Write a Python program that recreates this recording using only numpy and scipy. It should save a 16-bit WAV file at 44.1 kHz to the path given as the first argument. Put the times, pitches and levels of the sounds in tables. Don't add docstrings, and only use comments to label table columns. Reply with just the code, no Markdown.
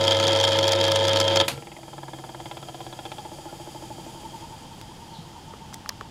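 import sys
import numpy as np
from scipy import signal
from scipy.fft import rfft, irfft
from scipy.io import wavfile

SR = 44100
rng = np.random.default_rng(int(sys.argv[2]) if len(sys.argv) > 2 else 0)


def materialize(psi):
    bounded = np.clip(np.atleast_2d(psi).T, -1, 1)
    quanta = np.round(bounded * 32767).astype(np.int16)
    wavfile.write(sys.argv[1], SR, quanta)


def attenuation_scalar(level_db):
    decades = np.asarray(level_db, float) / 20
    return 10 ** decades


N = 269182
TIME = np.arange(N) / SR
CUT_S = 1.423
MAINS_HUM_HZ = 100.0


def evened(x):
    return x / np.sqrt(np.mean(x ** 2) + 1e-20)


def curves(rows):
    s, *columns = np.transpose(rows)
    return [np.interp(TIME, s, c) for c in columns]


def drift(per_s):
    t = TIME[::64]
    waves = [np.sin(2 * np.pi * (f * t + rng.random())) for f in np.geomspace(per_s / 8, per_s, num=8)]
    return np.interp(TIME, t, evened(sum(waves)))


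def resonate(x, hz, width):
    r = np.exp(-np.pi * width / SR)
    if np.ndim(hz) == 0:
        return 2 * signal.lfilter([1 - r], [1, -r * np.exp(2j * np.pi * hz / SR)], x).real
    turn = np.exp(2j * np.pi * np.cumsum(hz) / SR)
    return 2 * (turn * signal.lfilter([1 - r], [1, -r], x / turn)).real


def colour(x, points):
    hz, db = np.transpose(points)
    bins_hz = np.fft.rfftfreq(len(x), 1 / SR)
    return irfft(rfft(x) * attenuation_scalar(np.interp(np.log(bins_hz + 1), np.log(hz), db)), len(x))


def modes(table):
    t = np.arange(8192) / SR
    return sum(attenuation_scalar(db - 60 * t / t60) * np.sin(2 * np.pi * hz * t) for hz, db, t60 in table)


def burst(t60, rise_s):
    t = np.arange(12000) / SR
    return rng.standard_normal(len(t)) * attenuation_scalar(-60 * t / t60) * (1 - np.exp(-t / rise_s))


def add(mix, s, sound):
    part = mix[round(s * SR):][:len(sound)]
    part += sound[:len(part)]


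def ring_out(fast_db, slow_db, tail_db):
    after = np.maximum(TIME - CUT_S, 0)
    return (1 - attenuation_scalar(tail_db)) * attenuation_scalar(fast_db * after) + attenuation_scalar(tail_db + slow_db * after)


# pitch_hz, width_hz, powered_db, bearing_hiss_db
FRAME = [(131, 51, -17, -1.5), (335.6, 29.3, -4.5, -0.5), (471, 42, -10, -5), (604, 188, -11, -9.5),
         (900, 109, -7, -8.5), (1308, 72, -9, -15.5), (1702, 131, -11.5, -19), (2100, 73, -11, -18),
         (2404, 314, -16.5, -20.5), (3205, 114, 0.5, -9), (3666, 340, -7.5, -20), (4250, 92, -14.5, -30),
         (4394, 96, -9.5, -17.5), (4900, 280, -9.5, -15), (5500, 300, -15, -20.5), (6900, 910, -20.5, -19),
         (7920, 180, -43, -17.5), (9000, 630, -26.5, -21.5), (10000, 300, -52, -22), (10440, 340, -31, -24),
         (13800, 2000, -60, -31)]


def frame(x, column):
    t = np.arange(4096) / SR
    ring = np.zeros(len(t))
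    for k, mode in enumerate(FRAME):
        hz, width = mode[:2]
        decay = width * np.exp(-np.pi * width * t)
        ring += (-1) ** k * attenuation_scalar(mode[column]) * decay * np.sin(2 * np.pi * hz * t)
    return signal.oaconvolve(x, ring / np.linalg.norm(ring))[:N]


SLOT_ORDERS = [6, 8, 13, 14, 18, 19, 21, 22, 23, 25, 26, 36, 37, 40]
# level_db (rms), waver_db
SLOT_LEVELS = [(-56.5, 9.5), (-53.5, 5), (-42.5, 0), (-44, 3.5), (-40, 4), (-38.5, 3), (-49.5, 3.5),
               (-23.5, -0.7), (-61, 8), (-46, 5), (-37, 1), (-36.5, 0), (-43, 1.5), (-40, 1)]


def field():
    run_rps, hum_db = 24.963, -31.5
    hum = attenuation_scalar(hum_db + 0.28 * drift(4)) * np.sin(2 * np.pi * MAINS_HUM_HZ * TIME)
    tones = np.zeros(N)
    for order, (db, waver_db) in zip(SLOT_ORDERS, SLOT_LEVELS):
        level = attenuation_scalar(db + waver_db * drift(21.96))
        tones += level * np.sin(2 * np.pi * (order * run_rps * TIME + rng.random()))
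    return np.sqrt(2) * (hum * ring_out(-600, -200, -11.5) + tones * ring_out(-600, -150, -7.5))


TAP_DB = -18
# start_s, blow_db, rebound_db, edge_db (extra treble)
RATTLES = [(.0383, -14.5, -19, -20), (0.0781, -11.5, -22, -5), (0.1081, -12.5, -14, -11),
           (.157, -33, -18.5, -16), (0.198, -12, -21, -20), (.2268, -15.5, -14, -14),
           (0.268, -14, -11.5, -12), (0.3184, -19, -13.5, -17), (0.3597, -14, -19.5, -20),
           (0.3996, -13.5, -14.5, -7), (.4381, -9.5, -13.5, -9), (.4776, -13, -18, -22),
           (0.5188, -16, -18, -14), (0.5873, -13, -32, -2), (0.6284, -15, -17, -18), (0.6785, -14, -17, 2),
           (0.7196, -14.5, -12, 4), (0.8102, -12.5, -43, -17), (0.839, -13.5, -17, -5),
           (.8802, -18, -42, 2), (0.9171, -12.5, -27, -1), (.958, -11.5, -20, -2),
           (1.0399, -19, -17.5, -12), (1.0805, -14.5, -17, -1), (1.1202, -28, -14.5, -16),
           (1.1585, -11.5, -13, -16), (1.2002, -10.5, -13, 0.5), (1.2794, -12.5, -39, -21),
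           (1.3585, -11, -10.5, -2), (1.3996, -9, -12, -19)]
TURN_PATTERN_DB = np.array([0.5, -9.5, 2, 3])


def strikes():
    s, blow_db, rebound_db, edge_db = np.transpose(RATTLES)
    rebound_s, rebound_edge_db = 0.0108, -9
    rebounds = np.c_[s + rebound_s, rebound_db, rebound_edge_db + 0 * s]
    hard = np.r_[np.c_[s, blow_db, edge_db], rebounds]

    first_s, scatter_s, sag_db_per_s, spread_db, tap_edge_db = 0.0092, 0.0012, -5.5, 3.5, -12
    pulse = np.arange(int(CUT_S * MAINS_HUM_HZ) - 1) / MAINS_HUM_HZ + first_s
    late, size = rng.standard_normal((len(pulse), 2)).T
    tap_db = TAP_DB + sag_db_per_s * pulse + np.resize(TURN_PATTERN_DB, len(pulse)) - spread_db * abs(size)
    taps = np.c_[pulse + scatter_s * late, tap_db, tap_edge_db + 0 * pulse]
    free = abs(pulse[:, None] - hard[:, 0]).min(axis=1) > 0.5 / MAINS_HUM_HZ
    return np.r_[hard, taps[free]]


def rattle():
    skip_s, skip_loss_db = 0.0027, -2
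    plate_lag_s, plate_db, plate_follows, plate_spread_db = 0.001495, -13, 0.34, 3
    crack_db, crack_follows = -24.5, 0.85
    puff_lowpass = signal.butter(1, 9500, fs=SR)
    hit, edge, plate, crack = np.zeros((4, N))
    for s, db, edge_db in strikes():
        puff = signal.lfilter(*puff_lowpass, burst(t60=0.02, rise_s=0.00068))
        puff *= attenuation_scalar(db) / np.linalg.norm(puff)
        add(hit, s, puff)
        for lag_s, skip_db in [(0, 0), (skip_s * rng.uniform(0.72, 1.4), skip_loss_db)]:
            tick = burst(t60=0.007, rise_s=0.00018)[:1000]
            tick /= np.linalg.norm(tick)
            add(edge, s + lag_s, attenuation_scalar(db + edge_db + skip_db - 1.5) * tick)
            add(crack, s + lag_s, attenuation_scalar(crack_db + crack_follows * (db - TAP_DB) + skip_db) * tick)
        swell_db = (plate_follows - 1) * (db - plate_db) + plate_spread_db * rng.standard_normal()
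        add(plate, s + plate_lag_s, attenuation_scalar(swell_db) * puff)

    shake = np.exp(2.2 * np.cos(2 * np.pi * MAINS_HUM_HZ * TIME)) * (TIME < CUT_S)
    tick_level = attenuation_scalar(8.7 * np.minimum(rng.exponential(1, N), 3))
    chatter = (rng.random(N) < 400 * shake / SR) * rng.choice([-1, 1], N) * tick_level
    roar = signal.lfilter(*signal.butter(4, 3600, fs=SR), rng.standard_normal(N)) * attenuation_scalar(2.1 * drift(30.21))
    roar += attenuation_scalar(-38.0) * np.diff(rng.standard_normal(N + 1)) * attenuation_scalar(2.3 * drift(81))
    drive = attenuation_scalar(-42) * evened(chatter) + attenuation_scalar(-26.5) * roar * ring_out(-700, -250, -0.45) + attenuation_scalar(15.5) * hit

    sizzle_band = signal.butter(3, [4600, 7500], "band", fs=SR, output="sos")
    sizzle = signal.sosfilt(sizzle_band, edge + crack)
    sizzle += attenuation_scalar(-0.5) * resonate(edge, 8900, 850) + attenuation_scalar(-13) * resonate(edge, 11800, 1000)
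    sizzle += attenuation_scalar(-20) * signal.lfilter(*signal.butter(2, 12000, fs=SR), edge)
    plate_ring = resonate(plate, 3300, 100) + resonate(plate, 3320, 120)
    return frame(drive, column=2) + attenuation_scalar(14) * sizzle + attenuation_scalar(11) * plate_ring


# start_s, level_db, t60_s
SWITCH = [(1.4805, -12, 0.025), (1.4835, -17, 0.021), (1.482, -26.5, 0.2)]
# pitch_hz, level_db
SNAP = [(59, -36), (100, -15), (902, -0.5), (1240, -7), (2950, -4), (4500, -5.5), (5220, -12),
        (5680, -11.5), (12700, -16), (15700, -33)]
# pitch_hz, level_db, t60_s
JOLT = [(87, -49, 0.63), (138, -31.5, 0.46), (262, -40, 0.27), (473, -33, 0.48), (1360, -43, 0.55)]


def switch():
    snap, bench = np.zeros((2, N))
    for s, db, t60 in SWITCH:
        add(snap, s, attenuation_scalar(db) * burst(t60, rise_s=0.0013))
    fade = signal.windows.tukey(8192, 0.9) ** 0.5
    add(bench, SWITCH[0][0], modes(JOLT) * fade * attenuation_scalar(4.8 * drift(48)[:8192]))
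    return attenuation_scalar(12.5) * colour(snap, SNAP) + bench


# angle_turns, speed_rev_per_s, slowing_rev_per_s2, easing_rev_per_s3
COAST = (8.39, 19.784, 4.1795, .465)


def turns():
    start, speed, slowing, easing = COAST
    settle_s, settle_turn = 1.8, 0.36
    t = TIME - 2
    return start + speed * t - slowing * t ** 2 / 2 + easing * t ** 3 / 6 + settle_turn * (TIME < settle_s)


# start_s, force_db, hardness_db, clack_hz
KNOCK = [(1.55, -5, -3.5, 820), (1.8, -5, -2.5, 775), (2.0, 1, -1.5, 866), (2.3, -1, -1.5, 930),
         (2.5, 0, 3, 796), (2.68, -1.5, 1, 720), (3.12, 0.5, 3, 778), (3.25, -1, -2, 816),
         (3.5, 2, -17, 815), (3.9, 2, -23, 870), (4.25, -2.5, -33, 910), (4.7, -26, -20, 890)]
# start_s, pitch_hz, level_db (over the ring)
SLAP = [(1.6, 1970, 6.5), (1.78, 2100, 5.5), (1.9, 1300, -11), (2.3, 1300, -8), (2.55, 2260, -4.5),
        (2.8, 2200, -12), (3.1, 2390, -3.5), (3.4, 1500, -14)]
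# pitch_hz, level_db, t60_s
RING = [(1001, -0.5, 0.057), (1360, 5, 0.016), (1670, 1, 0.019), (2100, -4.5, 0.013)]
# pitch_hz, level_db, t60_s
PING = [(2200, -18, 0.004), (2850, -23, 0.0081), (3197, 0.5, 0.059), (3290, 8, 0.015), (3350, -5, 0.016),
        (4500, -21, 0.0079)]
BOOM_ORDERS = [7, 8, 10]
BOOM_ORDERS_DB = [0.5, -2, -3]


def knocks():
    force_db, hard_db, clack_hz = curves(KNOCK)

    def answer_db(db, share):
        return db + force_db + share * hard_db

    bounce_db = -2.5 + 0.32 * hard_db
    hits = np.diff(np.floor(turns()), prepend=0) * (TIME > 1.56) > 0
    train = np.zeros(N)
    for at, (size, late, again) in zip(np.flatnonzero(hits), rng.standard_normal((hits.sum(), 3))):
        add(train, at / SR, attenuation_scalar(0.56 * size) * np.hanning(9))
        for lag_s, db in [(0.0035, -7.5), (0.008, -5.5)]:
            bounce = attenuation_scalar(db + bounce_db[at] + 1.4 * again) * np.hanning(9)
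            add(train, at / SR + lag_s * (1 + 0.06 * late), bounce)
    grit_envelope = signal.lfilter([1], [1, -np.exp(-1 / (0.0029 * SR))], train)
    gritty = train + 0.21 * grit_envelope * rng.standard_normal(N)

    def swelling(hz, narrow, wide):
        return evened(resonate(resonate(train, hz, narrow), hz, wide))

    def struck(table):
        return evened(signal.oaconvolve(gritty, modes(table))[:N])

    sweep = sum(attenuation_scalar(db) * np.sin(2 * np.pi * k * turns()) for k, db in zip(BOOM_ORDERS, BOOM_ORDERS_DB))
    boom = evened(resonate(resonate(sweep * (TIME > CUT_S), 136, 10.4), 133.4, 30))
    thud = swelling(333.3, 31, 59) + attenuation_scalar(-10.5 + 0.5 * hard_db) * swelling(487, 22, 60)
    bench = attenuation_scalar(answer_db(-52.5, 0.1)) * boom + attenuation_scalar(answer_db(-51, -0.054)) * thud
    gap = attenuation_scalar(answer_db(-52, -0.031)) * swelling(616, 170, 270)
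    gap += attenuation_scalar(answer_db(-49, 0.38)) * swelling(clack_hz, 107, 270)
    slap_hz, slap_db = curves(SLAP)
    slap = evened(resonate(resonate(gritty, slap_hz, 900), slap_hz, 1400))
    ring = attenuation_scalar(answer_db(-54, 0.94)) * (struck(RING) + attenuation_scalar(slap_db) * slap)
    ping = attenuation_scalar(answer_db(-56, 2.2) + 2 * (TIME - 3)) * struck(PING)
    return bench + gap + ring + ping


# start_s, level_db (peak),
# centre_hz, width_hz
CLICKS = [(1.788, -35, 665, 150), (4.814, -22.5, 2980, 8100), (5.185, -32.5, 148, 60),
          (5.537, -34, 1230, 500), (5.537, -34, 427, 200), (5.728, -29, 700, 1200),
          (5.7439, -16, 6000, 9000), (5.8604, -25, 1160, 900), (5.861, -38, 4520, 2002),
          (5.8919, -10.5, 5500, 2480), (5.892, -12, 9100, 9000), (5.8921, -23, 1480, 1210),
          (5.8947, -16, 4900, 2020), (5.8939, -21, 1680, 1500), (5.903, -31, 914, 804),
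          (5.923, -42, 1177, 900), (6.0106, -22, 1080, 696), (6.011, -31, 4050, 4000),
          (6.015, -29.5, 550, 500)]
# start_s, level_db (peak), centre_hz, width_hz, t60_s
SCRAPES = [(3.47, -49, 1415, 40, .25), (4.198, -57, 70, 40, 0.16), (5.13, -41, 3930, 900, 0.33),
           (5.732, -34, 5070, 5000, 0.039), (5.7409, -23.5, 3960, 6030, .016)]


def hand():
    tap_grit, scrape_grit = 0.18, 1.9
    touches = []
    for s, db, hz, width in CLICKS:
        t60 = 0.01 * (hz / 1e3) ** -0.49
        touches.append((s, db, hz, width, t60, tap_grit))
    touches += [(*row, scrape_grit) for row in SCRAPES]
    out = np.zeros(N)
    for s, db, hz, width, t60, grit in touches:
        touch = grit * burst(t60, rise_s=t60 / 25)
        touch[0] = 1
        click = resonate(resonate(touch, hz, width), hz, width)
        add(out, s, attenuation_scalar(db) * click / np.abs(click).max())
    return out


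# start_s, hiss_db, rub_db, rub_hz, rub_place_turns (0-1)
WHIR = [(1.45, -46.5, -54, 778, 0.07), (1.7, -50.5, -58.5, 800, 0.34), (2.2, -49, -45, 794.5, 0.03),
        (2.55, -48, -51, 704.4, 0.05), (3.2, -47.5, -45.5, 827, 0.21), (3.9, -47, -47.5, 863, 0.19),
        (4.4, -48.5, -44.5, 900, 0.35), (4.7, -51.5, -51.5, 878, .33), (5.0, -52.5, -48.5, 923, 0.26),
        (5.5, -54, -50, 918.5, 0.36), (6.1, -58, -52, 887, .43)]


def whir():
    hiss_db, rub_db, rub_hz, place = curves(WHIR)
    hiss = evened(frame(rng.standard_normal(N) * attenuation_scalar(0.58 * drift(25)), column=3))
    pressing = np.cos(2 * np.pi * (turns() - place))
    swell = 0.4 + np.exp(2.6 * (pressing - 1))
    rub_hz = rub_hz + 44.84 * (pressing - 0.7)
    squeak = 1.6 * np.sin(2 * np.pi * np.cumsum(rub_hz + 12 * drift(20)) / SR)
    rub = squeak + evened(resonate(resonate(rng.standard_normal(N), rub_hz, 102), rub_hz, 133))
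    rub = evened(rub * swell * attenuation_scalar(0.44 * drift(14)))
    return attenuation_scalar(hiss_db + 3.0) * hiss + attenuation_scalar(rub_db) * rub


# pitch_hz, level_db
AIR = [(12, -34), (20, -0.5), (202, -3.5), (617, -17.5), (862, -5), (1110, -17), (2420, -24), (3200, -15.5),
       (3890, -24), (4860, -21.5), (15700, -47)]
# pitch_hz, level_db
WHINE = [(10700, -78), (9880, -88), (15480, -88)]


def room():
    gain_db = np.interp(TIME, [1.6, 3.5, 4.5], [-9, -4, 0])
    rumble = evened(resonate(resonate(rng.standard_normal(N), 116, 93), 160, 210))
    shudder = attenuation_scalar(-38 - 110 * abs(TIME - 1.496))
    shaken = attenuation_scalar(-49 + 1.1 * gain_db) + shudder
    air = evened(colour(rng.standard_normal(N), AIR))
    whine = sum(attenuation_scalar(db + gain_db + 2.5 * drift(6)) * np.sin(2 * np.pi * hz * TIME) for hz, db in WHINE)
    return whine + shaken * rumble + attenuation_scalar(-45.5 + gain_db) * air


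def scene():
    return (field() + rattle() + switch() + knocks() + hand() + whir() + room())[None]


def top_cut(x):
    return signal.sosfilt(signal.butter(12, 15810, fs=SR, output="sos"), x)


def record(dry):
    limited = signal.sosfilt(signal.butter(1, 24, "high", fs=SR, output="sos"), dry)
    limited = 0.75 * np.tanh(limited / 0.75)
    limited = signal.sosfilt(signal.ellip(12, 0.5, 70, 15800, fs=SR, output="sos"), limited)
    return top_cut(limited)


dry = scene()
out = record(dry)
materialize(out)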